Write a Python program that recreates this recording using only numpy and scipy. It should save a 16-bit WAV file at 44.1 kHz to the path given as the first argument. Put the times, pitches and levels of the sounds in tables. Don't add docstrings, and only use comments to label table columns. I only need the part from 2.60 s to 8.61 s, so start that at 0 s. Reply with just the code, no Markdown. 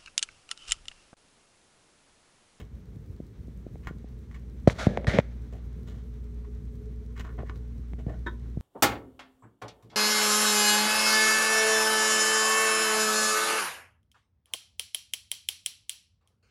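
import sys
import numpy as np
from scipy import signal
from scipy.fft import rfft, irfft, next_fast_len
from scipy.io import wavfile
from scipy.ndimage import uniform_filter1d, map_coordinates

SR = 44100
rng = np.random.default_rng(int(sys.argv[2]) if len(sys.argv) > 2 else 0)


def generate_wav(sig):
    pcm = np.round(np.clip(np.atleast_2d(sig).T, -1, 1) * 32767).astype(np.int16)
    wavfile.write(sys.argv[1], SR, pcm)


N = 265021
TIME = np.arange(N) / SR

# multiple of the shaft speed, level in dB.
MOTOR_HARMONICS = [(1, -36.5), (2, -49.5), (3, -85), (4, -53)]
# time in seconds, gain in dB.
HUM_APPROACH = [(0, -9.5), (.5, -16), (.9, -20), (1.35, -8), (2, -5), (3.3, -2), (6, 0)]

# frequency in Hz, gain in dB.
CASE_RESPONSE = [(20, -39), (55, 1), (110, 8.5), (190, 10.5), (320, 7.5), (600, 0), (720, 2), (900, -5),
                 (1400, -17), (2150, -9.5), (2700, -22), (3600, -23.5), (4600, -39), (7000, -37.5),
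                 (15000, -82)]
# start in seconds, peak in dB, weight as bass boost in dB,
# hardness as treble boost in dB.
FINGER_BUMPS = [(.362, -30.5, 41, -26), (.6, -28, 2.5, -58), (.88, -33, 11, -49), (1.064, -29.5, -5, -50),
                (1.156, -38.5, -16, -12), (1.308, -30, 6, -46), (1.443, -35, 3, -17),
                (2.074, 1, 10.5, -6.5), (2.0982, -20, -10, 34), (2.268, -6.5, 18, -2),
                (2.3733, -15, -26.5, 0.5), (2.445, -28, -14, 4), (2.475, -11.5, 68, 28),
                (2.5863, -5.5, 6.5, 12), (2.5878, -6, -4, -14), (2.599, -22.5, -18, 11),
                (4.831, -28, -28, -38), (5.334, -30, 19, 7), (5.465, -20.5, 24.5, -8),
                (5.971, -20.5, 23.5, -18)]
# start, rise and length in seconds,
# then hiss level, treble boost and shudder level in dB.
FINGER_RUBS = [(2.073, 0.0037, 0.017, -29.5, 9, -21.5), (2.099, 0.0033, 0.029, -38, 11, -36),
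               (2.13, 0.047, 0.087, -46.5, 7, -48), (2.181, 0.015, 0.09, -31.5, 6, -42),
               (2.275, .0035, 0.11, -46.5, 3, -32), (2.38, .002, 0.083, -54.5, -24, -34.5),
               (2.469, 0.00118, 0.064, -29, 1.5, -30), (2.529, 0.011, .073, -31.5, -1.5, -22)]
SHOE_SCUFFS = [(0, 0.0034, 0.032, -47, 9, -44.5), (1.225, 0.044, 0.059, -48.5, 7, -55),
               (1.2715, .0005, 0.024, -34, -0.5, -46), (1.7125, 0.0011, 0.017, -50, 3, -74),
               (1.742, .0035, 0.031, -44, 6, -68), (2.925, 0.002, 0.066, -55.5, 8, -40),
               (3.265, 0.015, 0.16, -55.5, 11.5, -50.5), (3.843, .003, .013, -51, -6, -70),
               (4.553, 0.025, 0.063, -43.5, 6, -50), (4.5945, .002, 0.019, -34.5, 7, -37.5),
               (4.6425, .0015, 0.095, -45, -1.5, -51), (4.777, .012, 0.053, -40.5, -11, -33),
               (4.85, .04, 0.053, -47.5, 3, -65), (4.8953, 0.0017, .021, -39, -5, -38),
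               (4.957, 0.0023, 0.011, -52.5, 14, -47), (5.383, 0.0076, 0.03, -50, 9, -36.5),
               (5.465, 0.034, 0.093, -48, 2, -31.5)]
# frequency in Hz, relative level in dB.
SKIN_SPECTRUM = [(150, -18), (600, 8.5), (1000, -2.5), (1450, 1.5), (2150, 2), (2650, -7.5), (3600, -3.5),
                 (4900, -12), (6200, -13.5), (8500, -25.5), (10400, -30), (12000, -36), (16000, -51)]
GRIT_SPECTRUM = [(150, 20), (600, -7), (1000, 7.5), (1700, 7.5), (2150, 0.5), (2600, -3), (3400, -5.5),
                 (4900, -14), (7000, -13), (10000, -28), (16000, -24)]
SHUDDER_SPECTRUM = [(25, -29), (70, -7), (220, 1.5), (330, -11.5), (550, -4), (750, -18), (1100, -35),
                    (2500, -73)]

# frequency in Hz, relative level in dB, seconds to fall 60 dB.
LID_MODES = [(337, 5, 0.079), (550, -15.5, 0.067), (938, -4.5, 0.067), (1030, -5, 0.079), (1110, -7, 0.056),
             (1316, -9.5, 0.1), (1560, 2.5, 0.056), (1744, 4.5, 0.039), (1830, -8, 0.04), (1990, -14, 0.04),
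             (2170, -14, 0.039), (3296, -21, 0.14), (3670, -15, 0.081), (3710, -11, 0.04), (3780, -31, .05),
             (5100, -33, 0.054), (6200, -44, 0.052)]
# time in seconds, gain in dB.
LID_CONTACTS = [(5.6629, -33), (5.668, -33.5), (5.674, -35.5), (5.681, -41)]
# frequency in Hz, seconds to fall 60 dB.
PATIO_DECAY = [(200, 0.49), (1500, 0.17), (5000, 0.19), (12000, 0.26)]

# frequency in Hz, relative level in dB.
TICK_SPECTRUM = [(1500, -7), (4000, 6), (8500, 2.5), (10500, -9), (16000, 3)]
RUMBLE_SPECTRUM = [(20, -43), (35, -21), (50, 5.5), (75, 5.5), (130, 0), (200, -4), (300, -13.5),
                   (480, -18.5), (650, -35), (1000, -53)]
AIR_SPECTRUM = [(100, 7), (600, 5), (1200, 3.5), (2200, 0), (2700, -5.5), (4000, -5), (4900, -12.5),
                (6000, -7), (9000, -37), (16000, -48)]
FIZZ_SPECTRUM = [(1000, 2), (7000, 6.5), (9500, 4), (10400, -12), (11500, 1.5), (16000, -22)]
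# time in seconds, gain in dB.
AIR_SHADING = [(0, -0.5), (1.3, -1.5), (2.6, 3.5), (4, -1.5), (6, 1.5)]


def motor(shaft_hz=58.9, slip=0.002, waver_db=0.45):
    turns = np.cumsum(shaft_hz * (1 + slip * drift(2.2))) / SR
    hum = sum(amp(db + waver_db * drift(5.6)) * np.sin(2 * np.pi * (round(k) * turns + rng.random()))
              for k, db in MOTOR_HARMONICS)
    return np.sqrt(2) * amp(timeline(HUM_APPROACH)) * hum


def fan(pitch_hz=426.8, slip=0.01414, db=-59, waver_db=4, vent_s=4.1, passing_s=1.13, off_vent_db=-11):
    passing = amp(off_vent_db * above(abs(TIME - vent_s), passing_s, order=4))
    cycles = np.cumsum(pitch_hz * (1 + slip * drift(22))) / SR
    return np.sqrt(2) * passing * amp(db + waver_db * drift(25)) * np.sin(2 * np.pi * cycles)


def finger_bumps(bass_hz=270, treble_hz=850, lag_s=0.000967, hollow_hz=590, size=4096):
    hz, out = abs(np.fft.fftfreq(size, 1 / SR)), np.zeros(N)
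    bending = np.exp(-4j * np.pi * lag_s * np.sqrt(hz * treble_hz))
    for start, db, weight_db, hard_db in FINGER_BUMPS + grip_shifts():
        ring_db = 11.5 + 0.4 * db
        shape_db = at_hz(CASE_RESPONSE, hz) + ring_db * peak(hz, hollow_hz, width=0.25)
        shape_db += weight_db * (1 - above(hz, bass_hz, order=3))
        shape_db += hard_db * above(hz, treble_hz, order=8)
        minimum_phase = np.exp(np.conj(signal.hilbert(np.log(amp(shape_db)))))
        pulse = irfft((minimum_phase * bending)[:size // 2 + 1])[:size // 2]
        add(out, start, amp(db) * pulse / abs(pulse).max())
    return out


def grip_shifts(per_s=2, db=-42, spread_db=3, weight_db=13, hard_db=-25):
    waits, forces = rng.random((40, 2)).T
    starts = np.cumsum(-np.log(1 - waits)) / per_s
    return [(start, db + spread_db * (2 * force - 1), weight_db, hard_db)
            for start, force in zip(starts, forces)]


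def finger_rubs():
    return friction(FINGER_RUBS, SKIN_SPECTRUM, slips_per_s=7400, grain_db=2.5, clump_db=0.5,
                    rasp_hz=2050, rasp_octaves_per_db=-0.1, rasp_db=7, rasp_width=0.13, treble_hz=5360,
                    snap_db=20, fade_db=8, release_s=0.0051, linger_db=-17.5, linger_s=0.072)


def shoe_scuffs():
    return friction(SHOE_SCUFFS, GRIT_SPECTRUM, slips_per_s=2500, grain_db=6.5, clump_db=0.6,
                    rasp_hz=1530, rasp_octaves_per_db=0.1, rasp_db=8.5, rasp_width=0.25, treble_hz=3700,
                    snap_db=25, fade_db=14.5, release_s=0.0066, linger_db=-8.5, linger_s=0.033)


def friction(strokes, spectrum, slips_per_s, grain_db, clump_db,
             rasp_hz, rasp_octaves_per_db, rasp_db, rasp_width, treble_hz,
             snap_db, fade_db, release_s, linger_db, linger_s):
    t, out = TIME[:SR // 2], np.zeros(N)
    for start, rise, length, hiss_db, treble_db, shudder_db in strokes:
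        chance, size = rng.random(len(t)), rng.exponential(1, len(t))
        smooth, shudder, catch = rng.standard_normal((3, len(t)))
        grains = (chance < slips_per_s / SR) * amp(grain_db * np.minimum(size, 4)) * np.sign(smooth)
        clumps = amp(clump_db * unit(uniform_filter1d(catch, size=200)))
        slips = (unit(grains) + 0.5 * smooth) * clumps
        slips[round(abs(rise) * SR)] += amp(snap_db) * np.exp(-rise / 0.0025)
        pitch_hz = rasp_hz * 2 ** (rasp_octaves_per_db * treble_db)
        hiss = colour(slips, spectrum, lambda hz: treble_db * above(hz, treble_hz, order=4)
                      + rasp_db * peak(hz, pitch_hz, rasp_width))
        press = np.clip(t / max(rise, 1e-4), 0, 1) * amp(-fade_db * np.minimum(t / length, 1))
        after = np.maximum(t - length, 0)
        press *= np.maximum(np.exp(-after / release_s), amp(linger_db) * np.exp(-after / linger_s))
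        stroke = amp(hiss_db) * hiss + amp(shudder_db) * colour(shudder, SHUDDER_SPECTRUM)
        add(out, start, press * stroke)
    return out


def lid_clink(rasp_db=-6, rasp_t60=0.046, detune=0.036, seat_s=0.037, seat_db=-5, attack_s=0.0024):
    t, out = TIME[:SR // 2], np.zeros(N)
    damping = amp(seat_db * np.minimum(t / seat_s, 1) ** 2)
    for start, blow_db in LID_CONTACTS:
        shifts = 1 + 2 * detune * (rng.random(len(LID_MODES)) - 0.5)
        ring = sum(amp(db - 60 * t / t60) * np.sin(2 * np.pi * (hz * shift * t + rng.random()))
                   for (hz, db, t60), shift in zip(LID_MODES, shifts))
        rasp = amp(rasp_db - 60 * t / rasp_t60) * noise(GRIT_SPECTRUM, len(t))
        add(out, start, amp(blow_db) * (damping * ring + rasp) * np.minimum(t / attack_s, 1))
    return out


def near_reflections(x, cabinet_s=0.002755, cabinet_db=-7, slab_s=0.00099, slab_db=-12):
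    out = x.copy()
    add(out, cabinet_s, amp(cabinet_db) * x)
    add(out, slab_s, amp(slab_db) * x)
    return out


def patio_echo(x, first_s=0.0073, echoes_per_s=2000):
    size = SR // 2
    taps = rng.choice([-1., 1.], size) * (rng.random(size) < echoes_per_s / SR) * (TIME[:size] > first_s)
    hz, t, bands = signal.stft(taps, SR, nperseg=256)
    decay = amp(-60 * t / at_hz(PATIO_DECAY, hz)[:, None])
    tail = signal.istft(bands * decay, SR, nperseg=256)[1]
    return signal.oaconvolve(x, tail / np.linalg.norm(tail))[:N]


def focus_ticks(db=-62, step_s=0.1026, decay_s=0.002, chance=0.8):
    t, out = TIME[:1024], np.zeros(N)
    for start in np.arange(0, TIME[-1], step_s):
        tick = noise(TICK_SPECTRUM, len(t)) * np.exp(-t / decay_s)
        if rng.random() < chance:
            add(out, start + step_s / 2, amp(db) * tick)
    return out


def background(rumble_db=-44, lump_db=2.05, air_db=-67, flutter_db=1.13, fizz_db=-79):
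    rumble = noise(RUMBLE_SPECTRUM) * amp(rumble_db + lump_db * drift(14))
    air = noise(AIR_SPECTRUM) * amp(air_db + timeline(AIR_SHADING) + flutter_db * drift(18))
    return rumble + air + amp(fizz_db) * noise(FIZZ_SPECTRUM)


def amp(db):
    return 10 ** (np.asarray(db) / 20)


def unit(x):
    return x / np.sqrt(np.mean(x ** 2) + 1e-20)


def at_hz(table, hz):
    knots_hz, values = np.transpose(table)
    return np.interp(np.log(hz + 1), np.log(knots_hz + 1), values)


def timeline(table):
    return np.interp(TIME, *np.transpose(table))


def add(mix, start_s, sound):
    part = mix[round(start_s * SR):][:len(sound)]
    part += sound[:len(part)]


def above(x, corner, order):
    return 1 - 1 / (1 + (x / corner) ** order)


def peak(hz, centre_hz, width):
    return 1 / (1 + ((hz / centre_hz - 1) / width) ** 2)


def colour(x, spectrum, extra_db=np.zeros_like):
    size = next_fast_len(len(x))
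    hz = np.fft.rfftfreq(size, 1 / SR)
    gain = amp(at_hz(spectrum, hz) + extra_db(hz))
    return unit(irfft(rfft(x, size) * gain, size)[:len(x)])


def noise(spectrum, size=N):
    return colour(rng.standard_normal(size), spectrum)


def drift(rate_hz):
    knots = rng.standard_normal(2048)
    return unit(map_coordinates(knots, [TIME * 2 * rate_hz], mode="wrap"))


def scene(scuff_echo_db=-13, lid_echo_db=-10):
    handling = finger_bumps() + finger_rubs()
    shoes = near_reflections(shoe_scuffs())
    lid = lid_clink()
    echo = patio_echo(amp(scuff_echo_db) * shoes + amp(lid_echo_db) * lid)
    return (motor() + fan() + handling + shoes + lid + echo + background() + focus_ticks())[None]


def record(dry, edge_hz=15800):
    rounded = dry / (1 + dry ** 6) ** (1 / 6)
    lowpass = signal.firwin(511, edge_hz, window=("kaiser", 9), fs=SR)
    return signal.oaconvolve(rounded, lowpass[None], "same")


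dry = scene()
out = record(dry)
generate_wav(out)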